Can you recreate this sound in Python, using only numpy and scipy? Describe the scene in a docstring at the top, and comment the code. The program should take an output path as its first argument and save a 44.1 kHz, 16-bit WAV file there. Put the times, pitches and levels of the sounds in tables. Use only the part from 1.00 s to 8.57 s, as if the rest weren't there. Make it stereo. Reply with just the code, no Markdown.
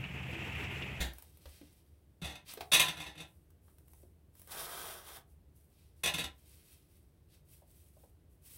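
"""Soft swishes, knocks and a few sharp scrapes: a silk ribbon is wound round a paper journal
on a craft table in a small room. The book skids; hands and book knock on the table.
The ribbon slides through the fingers, snags on the paper and is dragged from under the book.
Its card spool, tugged along, scrapes over the cutting mat and jars a steel ruler."""
import sys
import numpy as np
from scipy import signal
from scipy.fft import rfft, irfft, next_fast_len
from scipy.io import wavfile
from scipy.ndimage import uniform_filter1d

SR = 44100
rng = np.random.default_rng(int(sys.argv[2]) if len(sys.argv) > 2 else 0)


def to_wav(s):
    """Save 16-bit WAV."""
    ch = np.atleast_2d(s).T  # columns
    pcm = np.round(np.clip(ch, -1, 1) * 32767)  # PCM
    wavfile.write(sys.argv[1], SR, pcm.astype(np.int16))


N = 333837
T = np.arange(N) / SR
HZ = np.fft.rfftfreq(2 * next_fast_len(N // 2 + SR // 2), 1 / SR)


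def amp(db):
    """dB to gain."""
    return 10 ** (np.asarray(db) / 20)


def unit(x):
    """Scale to rms 1."""
    return x / np.sqrt(np.mean(abs(x) ** 2) + 1e-30)


def read(points, hz):
    """Interpolate (f/Hz, value) points over log frequency."""
    f, value = np.transpose(points)
    return np.interp(np.log(hz + 1), np.log(f + 1), value)


def spectrum(x):
    """Zero-padded spectrum on the HZ grid."""
    return rfft(x, 2 * len(HZ) - 2)


def colour(x, gain):
    """Minimum-phase filter of the given shape; keeps the power of white noise."""
    cepstrum = irfft(np.log(np.maximum(unit(gain), 1e-5)))[:len(HZ)]
    cepstrum[0] /= 2
    return irfft(spectrum(x) * np.exp(spectrum(2 * cepstrum)))[..., :N]


def resonances(modes):
    """Summed power response of modes."""
    return sum(amp(db) ** 2 / (1 + ((HZ ** 2 - hz ** 2) / (width_hz * (HZ + 1))) ** 2)
               for hz, width_hz, db in modes)


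def add(mix, start_s, sound):
    """Mix in a two-channel sound."""
    part = mix[:, round(start_s * SR):][:, :sound.shape[1]]
    part += sound[:, :part.shape[1]]


def stroke(t, rise_s, fade_s):
    """Contact force: smooth rise, exponential release."""
    return np.sin(np.pi / 2 * np.minimum(t / rise_s, 1)) ** 2 * np.exp(-np.maximum(t - rise_s, 0) / fade_s)


def friction(per_s, spread_db, hiss, size=N):
    """Tiny slips of uneven strength over smooth hiss; two channels, rms 1."""
    slipping = rng.random(size) < per_s / SR
    strength = slipping * amp(spread_db * np.minimum(rng.exponential(1, size), 4))
    slips = unit(strength * rng.choice([-1, 1], (2, size)))
    return unit(slips + hiss * rng.standard_normal((2, size)))


def uneven(db, per_s):
    """Randomly wandering gain."""
    heights = rng.standard_normal(1000)
    return amp(db * np.interp(T * per_s, np.arange(len(heights)), heights))


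def stereo(mid, side):
    """Mid/side to left/right: partly alike in bass and mids, apart in the treble."""
    # left-right likeness: f/Hz, correlation
    likeness = [(60, 0.2), (150, 0.45), (640, .8), (1400, 0.11), (3000, 0.0043), (7000, -0.17),
                (15000, 0.065)]
    alike = read(likeness, HZ)
    common = spectrum(mid) * np.sqrt((1 + alike) / 2)
    apart = spectrum(side) * np.sqrt((1 - alike) / 2)
    return irfft(np.array([common + apart, common - apart]))[:, :N]


def air():
    """Steady room rumble and faint hiss."""
    # background spectrum: f/Hz, level/dB
    shape = [(20, -32), (45, -13), (75, 0), (105, -13), (150, -13), (240, -25), (310, -21), (500, -29),
             (1000, -39.5), (3000, -44), (7300, -50), (8200, -46), (16000, -46)]
    return amp(-61) * stereo(*colour(rng.standard_normal((2, N)), amp(read(shape, HZ))))


def book():
    """One shove: the back cover skids over the mat."""
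    # sliding cover spectrum: f/Hz, level/dB
    board = [(88, -25.5), (150, 3.5), (222, -13), (328, -11), (475, -18), (790, -13), (1260, -22),
             (1720, -7.5), (2270, -15), (3770, -9.5), (5570, -26), (6020, -20.5), (16000, -26.5)]
    skid = stroke(T, rise_s=0.009, fade_s=0.032) * friction(per_s=1500, spread_db=2, hiss=1)
    return amp(-30) * colour(skid, amp(read(board, HZ)))


def knocks():
    """Padded blows of book and fingers: a damped swing, a dull puff and a short click."""
    # blows: t/s, level/dB, f/Hz, click level/dB
    blows = [(0.002, -31, 61.2, -63), (0.003, -37, 178, -80), (0.455, -52.5, 530, -48),
             (0.46, -46.5, 74, -82), (0.612, -47, 301, -58), (1.219, -36.5, 156, -52),
             (1.236, -40.5, 72, -82), (1.572, -41, 436, -43.5), (1.606, -40, 503, -34.5),
             (2.68, -61.5, 1100, -68), (3.029, -52.5, 389, -71.5), (5.05, -45, 85, -76),
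             (5.141, -39.5, 154, -80), (5.19, -37, 158, -81.5), (5.245, -44.5, 74.4, -81),
             (6.619, -58, 559, -80), (6.966, -57, 618, -78), (7.034, -53, 620, -77)]
    # click spectrum: f/Hz, level/dB
    click_shape = [(150, -2.5), (1200, -3.5), (4500, -6), (7500, -19.5), (16000, -16)]
    fade_cycles = 3.2
    dull, click = np.zeros((2, 2, N))
    t = T[:SR // 3]
    for start_s, db, hz, click_db in blows:
        band = signal.butter(3, [hz / 1.5, hz * 1.5], "bandpass", fs=SR, output="sos")
        puff, crack = rng.standard_normal((2, 2, len(t)))
        swing = np.sqrt(2) * np.sin(2 * np.pi * hz * t) * np.array([[1], [0]])  # mid channel only
        pure = 1 / (1 + (hz / 220) ** 2)  # deep blows move the table in one piece
        body = np.sqrt(pure) * swing + np.sqrt(1 - pure) * unit(signal.sosfilt(band, puff))
        add(dull, start_s, amp(db) * stroke(t, rise_s=0.003, fade_s=fade_cycles / hz) * body)
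        add(click, start_s, amp(click_db) * stroke(t, rise_s=0.0028, fade_s=0.0062) * crack)
    return dull + colour(click, amp(read(click_shape, HZ)))


def ribbon():
    """Silk slides over skin: a fine fizz, plus a fuller rustle under a tight grip."""
    # passes through the fingers: t/s, level/dB, rise/s, fade/s, grip (rustle gain)/dB
    swishes = [(.1, -63, 0.067, 0.21, -2.5), (0.349, -65, 0.21, .13, 2.5), (.7, -78, 0.035, 0.16, -16),
               (1.439, -51.5, 0.078, 0.032, 4), (1.595, -61, .012, 0.068, -8),
               (2.22, -71.5, .08, 0.13, -14), (2.6, -70.5, 0.069, 0.22, -12),
               (2.82, -67.5, 0.18, 0.056, -12), (3.309, -63, 0.11, 0.12, -7.5),
               (4.25, -70.5, 0.063, 0.036, -15), (4.52, -68.5, .07, 0.082, -11), (4.661, -72, 0.17, .07, 1),
               (4.94, -72, .07, .03, -5.5), (5.269, -65, .25, 0.24, -2.5), (5.58, -66, 0.15, .045, -3.5),
               (5.89, -73.5, 0.038, 0.086, -6), (6.27, -66, 0.082, 0.022, 1), (6.43, -62, .12, 0.048, -6),
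               (6.629, -64, .15, 0.14, -7.5), (6.9, -71, .14, .04, -9), (7.27, -74, 0.064, .04, -11),
               (7.39, -54.5, 0.14, 0.26, -7)]
    # silk friction spectrum: f/Hz, level/dB
    silk = [(300, -12), (900, -10), (1700, -7), (2500, 0), (4200, 0), (5500, -2), (7200, -6), (8200, 1),
            (11000, 1), (16000, -2)]
    fizz, rustle = np.zeros((2, N))
    for start_s, db, rise_s, fade_s, grip_db in swishes:
        speed = amp(db) * stroke(np.maximum(T - start_s, 0), rise_s, fade_s)
        fizz += speed
        rustle += amp(grip_db) * speed
    shape = amp(read(silk, HZ))
    treble = 1 / (1 + (7000 / (HZ + 1)) ** 8)
    creases = uneven(db=1.57, per_s=67)
    fine = fizz * creases * friction(per_s=920, spread_db=5, hiss=1.5)
    full = rustle * creases * friction(per_s=970, spread_db=1.5, hiss=1.5)
    return (amp(1.5) * colour(fine, shape * np.sqrt(treble))
            + amp(-1.5) * colour(full, shape * np.sqrt(1 - treble)))


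def snags():
    """Threads catch on the paper and let go with a tiny crackle."""
    # thread releases: t/s, level/dB
    releases = [(0.135, -42), (0.184, -37), (0.223, -40), (0.372, -48), (1.537, -32.5), (2.504, -53),
                (2.784, -51), (2.881, -51.5), (2.934, -47.5), (3.353, -50), (3.396, -44.5), (3.417, -43),
                (3.474, -41.5), (3.507, -47)]
    # crackle spectrum: f/Hz, level/dB
    shape = [(500, 3.5), (2000, -6), (7000, -8), (9000, -1.5), (16000, 3)]
    crackle = np.zeros((2, N))
    burst = stroke(T[:SR // 20], rise_s=0.00059, fade_s=0.0024)
    for start_s, db in releases:
        add(crackle, start_s, amp(db - 0.5) * burst * rng.standard_normal((2, len(burst))))
    return colour(crackle, amp(read(shape, HZ)))


def contact(hz, scrape_db):
    """Gain over frequency: stronger scrapes are brighter; each contact point favours other bands."""
    tilt_db_per_octave = 0.1349 * (scrape_db + 30.5)
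    grid_hz = np.arange(0, SR / 2, 200)
    ripple_db = 1.66 * np.interp(hz, grid_hz, rng.standard_normal(len(grid_hz)))
    return amp(tilt_db_per_octave * np.log2(np.maximum(hz, 900) / 3000) + ripple_db)


def spool():
    """Each tumble scrapes a card edge over the mat, jars the ruler and pushes on the table."""
    # scrapes: t/s, level/dB, fade/s
    scrapes = [(1.214, -41, 0.04), (1.241, -38, 0.035), (1.294, -44.5, 0.035), (1.351, -44, .01),
               (1.715, -23, .032), (1.729, -17, 0.02), (1.743, -20.5, 0.02), (1.793, -17.5, 0.017),
               (1.84, -34.5, 0.051), (1.879, -28.5, 0.0079), (1.965, -44, 0.048), (1.997, -39.5, 0.037),
               (2.06, -43, 0.026), (2.15, -50.5, 0.017), (2.174, -44.5, 0.028), (2.199, -40, .018),
               (5.033, -24.5, 0.018), (5.055, -24, 0.01), (5.071, -26.5, 0.015), (5.135, -30, 0.022),
               (5.179, -29.5, 0.025), (5.237, -33.5, 0.01)]
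    # card-on-mat friction spectrum: f/Hz, level/dB
    rub_shape = [(100, -23), (400, -6.5), (800, 0.5), (1300, -20), (1800, -8.5), (2400, -7.5), (4000, -3.5),
                 (4600, -17.5), (6200, -1.5), (7200, -17.5), (8600, -9.5), (11000, -5.5), (16000, -22.5)]
    # modes of card spool, steel ruler and table top: f/Hz, width/Hz, level/dB
    card_modes = [(423, 41, -6), (998, 24, 4), (1170, 40, -5), (1325, 30, -3), (1390, 60, -0.5),
                  (1720, 96, 3), (1820, 94, 2.5), (1952, 40, 5.5), (2150, 32, 4), (2610, 150, 10),
                  (2920, 60, 7), (3181, 19, -3.5), (3587, 290, 10.5), (4140, 29, 0), (4930, 37, -2),
                  (5080, 14, -2), (6900, 57, -12), (7550, 48, -8), (8044, 370, -3), (9090, 22, -1),
                  (9173, 76, -5), (9500, 55, -1), (11700, 45, -5), (12900, 35, -15.5), (13645, 63, -10),
                  (13970, 42, -7.5), (14646, 168, -16), (15410, 88, -14)]
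    ruler_modes = [(1015, 40, 2), (2000, 130, -5), (2530, 45, -6.5), (2584, 50, 1.5), (2652, 45, -6.5),
                   (3400, 45, -4), (3540, 41, -3), (3780, 50, -0.5), (3650, 45, -6)]
    table_modes = [(59.1, 8.3, 0.5), (74, 5.4, -1.5), (130, 22, -4), (162, 22, -0.5), (308, 19, -4)]
    size = SR // 3
    hz = np.fft.rfftfreq(size, 1 / SR)
    rub, jar, push = np.zeros((3, 2, N))
    for start_s, db, fade_s in scrapes:
        force = stroke(T[:size], rise_s=0.0062, fade_s=fade_s)
        tilt = contact(hz, db)
        slips = friction(per_s=2200, spread_db=2, hiss=0.8, size=size)
        jar_db = db + 0.25 * min(db + 13.5, 0)  # hard blows ring more
        push_db = -32 + 0.48 * db
        add(rub, start_s, amp(db) * force * irfft(rfft(slips) * tilt, size))
        add(jar, start_s, amp(jar_db) * force * rng.standard_normal((2, size)))
        add(push, start_s, amp(push_db) * force * rng.standard_normal((2, size)))
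    card = colour(rub, np.sqrt(amp(read(rub_shape, HZ)) ** 2 + resonances(card_modes)))
    steel = colour(jar, np.sqrt(resonances(ruler_modes) / (1 + (HZ / 5000) ** 4)))
    bass_band = 1 / (1 + (HZ / 500) ** 4) / (1 + (42 / (HZ + 1)) ** 6)
    boom = colour(push, np.sqrt(resonances(table_modes) * bass_band))
    return card + amp(-8) * steel + boom


def drag():
    """The weave rasps between mat and pressed book in small jerks; the cover sounds with it."""
    # pull envelope: t/s, level/dB
    pull_curve = [(3.46, -79), (3.484, -62), (3.494, -59), (3.518, -41.5), (3.554, -50.5), (3.656, -41),
                  (3.68, -48), (3.83, -46), (4.028, -55.5), (4.088, -51.5), (4.17, -53), (4.22, -75)]
    # spectra of ribbon weave and book cover: f/Hz, level/dB
    weave = [(1200, -15), (1900, -7), (2800, -2), (3450, 4.5), (4400, -3), (5300, -1), (7000, -6.5),
             (9300, 2), (12000, 0.5), (16000, -1.5)]
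    cover = [(80, -6), (160, -7.5), (260, -15.5), (400, -1), (550, -5), (710, 1.5), (1050, -4.5), (1280, 1),
             (1600, -3), (2100, -9.5), (3500, -20)]
    pull_db = np.interp(T, *np.transpose(pull_curve), left=-150, right=-150)
    pull = uniform_filter1d(amp(pull_db), size=200) * uneven(db=2.5, per_s=25)
    hiss = colour(pull * friction(per_s=1800, spread_db=4, hiss=1.17), amp(read(weave, HZ)))
    rasp = colour(pull * friction(per_s=600, spread_db=3, hiss=0.56), amp(read(cover, HZ)))
    return amp(2) * hiss + amp(-2) * rasp


def room(x, early_db, tail_db):
    """Direct sound, quick reflections off the table clutter and a short small-room tail."""
    # reverberation time: f/Hz, t60/s
    t60 = [(100, 0.22), (500, 0.3), (3000, 0.18), (8000, 0.14), (16000, 0.12)]
    t = T[:SR // 2]
    taps = rng.choice([-1., 1.], (2, len(t))) * (rng.random((2, len(t))) < 5000 / SR)
    early = taps * np.exp(-t / 0.003) * (t > 0.0008)
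    early = signal.lfilter(*signal.butter(1, 1200, "highpass", fs=SR), early)  # clutter reflects no bass
    hz, frame_s, frames = signal.stft(taps * (t > 0.008), SR, nperseg=256)
    decay = amp(-60 * frame_s / read(t60, hz)[:, None])
    tail = signal.istft(frames * decay, SR, nperseg=256)[1][:, :len(t)]
    echoes = (amp(early_db) * unit(early) + amp(tail_db) * unit(tail)) / np.sqrt(len(t))
    wet = signal.fftconvolve(x, echoes, axes=1)[:, :N]
    return (x + wet) / np.sqrt(1 + amp(early_db) ** 2 + amp(tail_db) ** 2)


def scene():
    """Spool, book, ribbon and hands, a little left of centre, over the room's air."""
    # left minus right: f/Hz, level/dB
    left_bias = [(100, -1.5), (400, 3), (1000, 3.5), (2200, 3.5), (4000, 4), (8000, 6), (15000, 0)]
    hard = room(spool() + book(), early_db=-6, tail_db=-4)
    soft = room(ribbon() + drag() + snags() + knocks(), early_db=-5, tail_db=-7.5)
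    pair = stereo(*(hard + soft))
    balance = amp(np.array([[0.5], [-0.5]]) * read(left_bias, HZ))
    return irfft(spectrum(pair) * balance)[:, :N] + air()


def record(dry):
    """Steep low-pass on the top treble."""
    edge_hz = 15950
    lowpass = signal.firwin(511, edge_hz, window=("kaiser", 9), fs=SR)
    return signal.oaconvolve(dry, lowpass[None], "same")


dry = scene()
out = record(dry)
to_wav(out)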